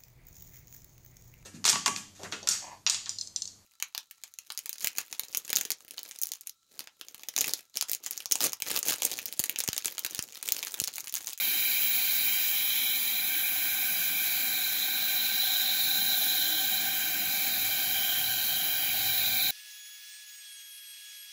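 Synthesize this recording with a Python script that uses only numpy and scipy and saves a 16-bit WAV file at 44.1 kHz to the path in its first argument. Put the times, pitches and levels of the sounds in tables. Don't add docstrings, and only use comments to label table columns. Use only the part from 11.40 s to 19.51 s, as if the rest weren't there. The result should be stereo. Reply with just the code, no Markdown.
import sys
import numpy as np
from scipy import signal
from scipy.fft import rfft, irfft, next_fast_len
from scipy.io import wavfile
from scipy.ndimage import uniform_filter1d, minimum_filter1d, map_coordinates

SR = 44100
rng = np.random.default_rng(int(sys.argv[2]) if len(sys.argv) > 2 else 0)


def to_wav(s):
    ch = np.atleast_2d(s).T
    pcm = np.round(np.clip(ch, -1, 1) * 32767)
    wavfile.write(sys.argv[1], SR, pcm.astype(np.int16))


def natural_amplitude(level_db):
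    exponent = np.asarray(level_db, float) / 20
    return 10 ** exponent


N = 357590
SIZE = next_fast_len(N)
CONTROL_STEP = 40


def rms_one(x):
    return x / np.sqrt(np.mean(x ** 2, axis=-1, keepdims=True) + 1e-20)


def in_time(rows):
    seconds, *columns = np.transpose(rows)
    return [np.interp(np.arange(N) / SR, seconds, column) for column in columns]


def from_control(values):
    return np.interp(np.arange(N) / CONTROL_STEP, np.arange(len(values)), values)


def drift(corner_hz):
    pole = np.exp(-2 * np.pi * CONTROL_STEP * corner_hz / SR)
    white = rng.standard_normal(N // CONTROL_STEP + 2002)
    slow = signal.lfilter([1], [1, -2 * pole, pole * pole], white)[2000:]
    return from_control(rms_one(slow))


def excitation():
    return rfft(rng.standard_normal((2, SIZE)))


def colour(spectrum):
    hz, level_db = np.transpose(spectrum)
    grid_hz = np.arange(1, SIZE // 2 + 2) * SR / SIZE
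    return natural_amplitude(np.interp(np.log(grid_hz), np.log(hz), level_db, left=-120, right=-120))


def stereo_noise(white, gain, alike, lead=0, turn=0):
    level = irfft(white * gain, SIZE)[:, :N]
    quarter = irfft(1j * white * gain, SIZE)[:, :N]
    right, own = np.cos(turn) * level + np.sin(turn) * quarter
    shared = np.cos(turn + lead) * level[0] + np.sin(turn + lead) * quarter[0]
    alike = np.clip(alike, 0, 1)
    left = alike * shared + np.sqrt(1 - alike ** 2) * own
    return rms_one(np.array([left, right]))


def jet():
    # time in seconds, left and right level of the
    # middle treble in dB, right level of the bright hiss in dB, right level of the top edge in dB.
    jet_levels = [(0.0, -44, -36.5, -25.5, -30), (0.65, -45, -35.5, -25.5, -23.5),
                  (1.3, -45, -37, -26.5, -28), (1.95, -41.5, -40, -27, -29), (2.92, -42, -38, -27, -29),
                  (3.3, -41.5, -37.5, -27.5, -33), (3.57, -42, -38.5, -29, -28),
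                  (4.22, -46, -36.5, -27, -28), (4.87, -46, -34.5, -26, -28), (5.6, -45, -36.5, -28.5, -30),
                  (6.16, -42.5, -36.5, -27.5, -30), (6.6, -42, -37, -27, -29.5),
                  (7.4, -43, -39, -27.5, -30), (7.79, -43, -37.5, -27, -27), (8.11, -45, -36, -26.5, -27)]
    # frequency in Hz, relative density in dB per Hz.
    jet_colour = [
        [(420, -18), (600, -7), (900, -0.5), (1100, -1.5), (1300, 2.5), (1500, -1), (1600, -27)],
        [(1550, -44), (1750, 2), (2100, -4.5), (2600, -3), (3000, -7), (3500, -5), (4300, -28), (5000, -8),
         (5400, -23)],
        [(4700, -20), (5050, -5.5), (5300, -9.5), (5900, -5), (6500, -3.5), (7050, -1.5), (7500, -4),
         (7850, -7), (8000, -17), (8200, -22), (8400, -35), (9000, -27.5)],
        [(8900, -35.5), (9250, -21), (9800, -11), (10500, -6), (11600, -1), (12300, -1), (13200, -4.5),
         (14900, 1), (15000, -12)],
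        [(14850, -15), (15000, -7), (15300, -4), (15500, -3), (15800, -10)],
    ]
    jet_flutter_db = [0.44, 0.5, 0.84, 0.66, 1.2]
    # left in dB, right in dB.
    jet_dull = [(-54.5, -52), (-52, -41.5)]
    # mean delay in ms, gain in dB, spread of the delay in ms.
    bounces = [(3.7, -11, .03), (1.3, -13, .035), (6.1, -12, .035)]
    bright_left_db, top_left_db = -37.5, -43

    middle_left_db, middle_right_db, bright_db, top_db = in_time(jet_levels)
    levels = [
        *np.reshape(jet_dull, (2, 2, 1)),
        [middle_left_db, middle_right_db],
        [np.full(N, bright_left_db), bright_db],
        [np.full(N, top_left_db), top_db],
    ]
    direct = 0
    for spectrum, level_db, flutter_db in zip(jet_colour, levels, jet_flutter_db):
        gain = natural_amplitude(np.array(level_db) + flutter_db * drift(15.6))
        direct = direct + gain * stereo_noise(excitation(), colour(spectrum), 0.088)

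    reflected_band = signal.butter(2, [4000, 11000], "band", fs=SR, output="sos")
    reflected = signal.sosfilt(reflected_band, direct)
    out = direct.copy()
    for delay_ms, level_db, wander_ms in bounces:
        for port in range(2):
            late = np.arange(N) - (delay_ms + wander_ms * drift(0.3)) * SR / 1000
            out[port] += natural_amplitude(level_db) * map_coordinates(reflected[port], [late], order=3, mode="mirror")
    return out


def tube(flutter_db=1.0, round_hz=4.1):
    # frequency in Hz, fall below and above the top
    # in dB per 100 Hz, left and right level in dB before path gain and flutter.
    resonances = [(776, 9.5, 17.5, -61.9, -62.5), (1555, 12, 8.5, -53.5, -52), (2354.3, 5, 4.5, -52.8, -46),
                  (3146.4, 5, 5.5, -52, -47), (3963.5, 2.5, 3.5, -51.5, -40), (4848, 1, 7, -54.5, -52),
                  (5543, 2.5, 3.5, -66.5, -58.5)]
    out_of_opposition = [0, 1, 1, 1.6, 1.4, .9, 1]

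    turns = np.cumsum(out_of_opposition)
    grid_hz = np.arange(SIZE // 2 + 1) * SR / SIZE
    mouth = excitation()
    out = 0
    for k, (hz, below_db, above_db, *port_db) in enumerate(resonances):
        away = (np.hypot(grid_hz - hz, round_hz) - round_hz) / 100
        shape = natural_amplitude(-away * np.where(grid_hz < hz, below_db, above_db))
        turn = np.pi * k + turns[k] + 0.4 * drift(1.5)
        path_db, alike, lead = arrivals(hz)
        level_db = path_db + np.reshape(port_db, (2, 1)) + flutter_db * drift(15.6)
        out = out + natural_amplitude(level_db) * stereo_noise(mouth, shape, alike, lead, turn)
    return out


def arrivals(hz):
    # time in seconds, position along and across in cm,
    # level change from nearness to the tube in dB.
    hand = [(0.0, 1, 0.0, -1.5), (0.48, -1.0, 0.4, -1.9), (0.95, 0.5, 0.3, -1.9), (1.43, 2.5, -0.7, -2.5),
            (1.91, 15, -7, -1.9), (2.39, 14.4, -9, 0.1), (2.86, 14.5, -8.5, 0.5), (3.34, 15.5, -10, 0.5),
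            (3.82, 15.4, -10.5, 1), (4.29, 15.5, -13.5, 1.1), (4.77, 17.0, -14.5, 1.3),
            (5.25, 18, -15.5, 1.1), (5.72, 20.5, -16, 0.6), (6.2, 21, -17.5, 0.3), (6.68, 18, -18, 1.6),
            (7.16, 18, -17, 1), (7.63, 20.0, -19, 1.4), (8.11, 24.5, -17.5, -0.5)]
    # extra length in cm,
    # bearing in degrees, extra length to the left port in cm, left and right gain in dB.
    ways = [(0.0, 268.5, 2.2, -1, 0.6), (59.16, 245, -0.04, 5.5, 5), (70.97, 242, -5, -9, 3.5),
            (107.5, 52, 11.5, -1.5, -3), (142.34, 242, -2, 0.2, 6), (177.8, 207, -8, -12, 6),
            (244.94, 230, 18.5, -5.0, 6)]
    sound_cm_per_s = 34300
    diffuse_at_1k_db, diffuse_db_per_octave = -2.5, 4.5

    along, across, near_db = np.array(in_time(hand))[:, ::CONTROL_STEP]
    extra, bearing, left_extra, *port_db = np.transpose(ways)[:, :, None]
    angle = np.radians(bearing)
    right_cm = extra + np.cos(angle) * along + np.sin(angle) * across
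    left, right = [
        np.sum(natural_amplitude(db) * np.exp(-2j * np.pi * hz * cm / sound_cm_per_s), axis=0)
        for db, cm in zip(port_db, [right_cm + left_extra, right_cm])
    ]
    diffuse = natural_amplitude(diffuse_at_1k_db + diffuse_db_per_octave * np.log2(hz / 1000))
    power = np.abs([left, right]) ** 2 + diffuse ** 2
    alike = np.abs(left * right) / np.sqrt(power[0] * power[1])
    lead = np.unwrap(np.angle(left / right))
    gain_db = [from_control(db) for db in 10 * np.log10(power) + near_db]
    return np.array(gain_db), from_control(alike), from_control(lead)


def workshop():
    # time in seconds, rumble in dB,
    # deep rumble in dB, slowly rising with chance ups and downs.
    shop = [(0.0, -55.5, -72), (0.8, -59, -68.5), (2.4, -57.5, -65), (3.25, -56, -69.5), (3.95, -56.5, -63),
            (4.36, -56.5, -68), (4.55, -53.5, -61), (5.22, -54, -67), (5.98, -52.5, -61), (6.75, -57, -63),
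            (7.8, -54.5, -60), (8.11, -53.5, -57)]
    # frequency in Hz, relative density in dB per Hz.
    rumble_colour = [(71, -43), (120, -8), (220, 1), (263, -2.5), (306, 2), (447, -12), (560, -13),
                     (730, -12), (1230, -120)]
    # frequency in Hz, relative density in dB per Hz.
    deep_colour = [(13, -46), (22, -20), (43, -11), (75, -5.5), (102, 2.5), (124, -10), (150, 2),
                   (200, -19), (330, -120)]
    # frequency in Hz, peak amplitude in dB before waver and stereo tilt.
    hum = [(50, -74.5), (100, -72), (222, -66), (300, -70.5)]
    # start and end in seconds, start and end frequency in Hz,
    # peak amplitude in dB before waver and stereo tilt.
    drones = [(0.05, 0.296, 368, 350, -57.5), (1.85, 2.053, 305, 310, -57), (2.5, 2.85, 170, 160.5, -58),
              (4.397, 4.795, 182, 182, -56), (4.4, 5.0, 57, 57, -65), (4.95, 5.253, 310, 320, -54),
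              (5.252, 5.55, 224, 226, -58), (5.706, 5.95, 295, 306, -51), (6.35, 7.0, 84, 86, -61),
              (6.717, 7.047, 124, 120, -52.5), (7.015, 7.303, 165, 164, -55), (7.277, 8.2, 111, 121, -54),
              (7.3, 8.2, 72, 75, -64)]

    rumble_db, deep_db = in_time(shop)
    rumble = natural_amplitude(rumble_db) * stereo_noise(excitation(), colour(rumble_colour), 0.81)
    deep_gain = natural_amplitude(deep_db + 2.5 * drift(2.9))
    deep = deep_gain * stereo_noise(excitation(), colour(deep_colour), 0.97)

    t = np.arange(N) / SR
    tones = 0
    for hz, level_db in hum:
        phase = 2 * np.pi * hz * t + 0.65 * drift(1.3)
        tones = tones + natural_amplitude(level_db + 3.4 * drift(2.8)) * np.sin(phase)
    for start, end, start_hz, end_hz, peak_db in drones:
        done = np.clip((t - start) / (end - start), 0, 1)
        turns = np.cumsum(start_hz + (end_hz - start_hz) * done) / SR
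        swell = np.sqrt(np.abs(np.sin(np.pi * done))) * (done < 1)
        tones = tones + natural_amplitude(peak_db + 2.8 * drift(6.2)) * swell * np.sin(2 * np.pi * turns)

    return rumble * natural_amplitude([[-1.4], [1.4]]) + deep * natural_amplitude([[-0.8], [0.8]]) + tones * natural_amplitude([[-1.1], [1.1]])


def scene():
    return jet() + tube() + workshop()


def spectral_holes(x):
    # frequency in Hz, level relative to the surrounding spectrum in dB.
    empty_below = [(1200, -30), (2000, -8), (2800, -9.5), (3500, -8), (4500, -7), (5300, -5), (7500, -5),
                   (8600, -7.5), (10000, -6), (12000, -8), (16000, -9)]
    cutoff_hz = 15760

    framing = dict(window="cosine", nperseg=2048, noverlap=1024)
    hz, _, cells = signal.stft(x, SR, **framing)
    power = np.abs(cells) ** 2
    near = uniform_filter1d(uniform_filter1d(power, size=6, axis=1), size=2, axis=2)
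    broad = uniform_filter1d(power, size=61, axis=1)
    limit_db = np.interp(hz, *np.transpose(empty_below))[:, None]
    keep = near > natural_amplitude(2 * limit_db) * broad
    keep = minimum_filter1d(keep.astype(float), size=3, axis=1)
    keep = keep * (hz < cutoff_hz)[:, None]
    return signal.istft(cells * keep, SR, **framing)[1][:, :N]


def band_limit(x):
    return signal.sosfilt(signal.butter(12, 17100, fs=SR, output="sos"), x)


def record(dry):
    mix = spectral_holes(dry)
    return band_limit(mix)


dry = scene()
out = record(dry)
to_wav(out)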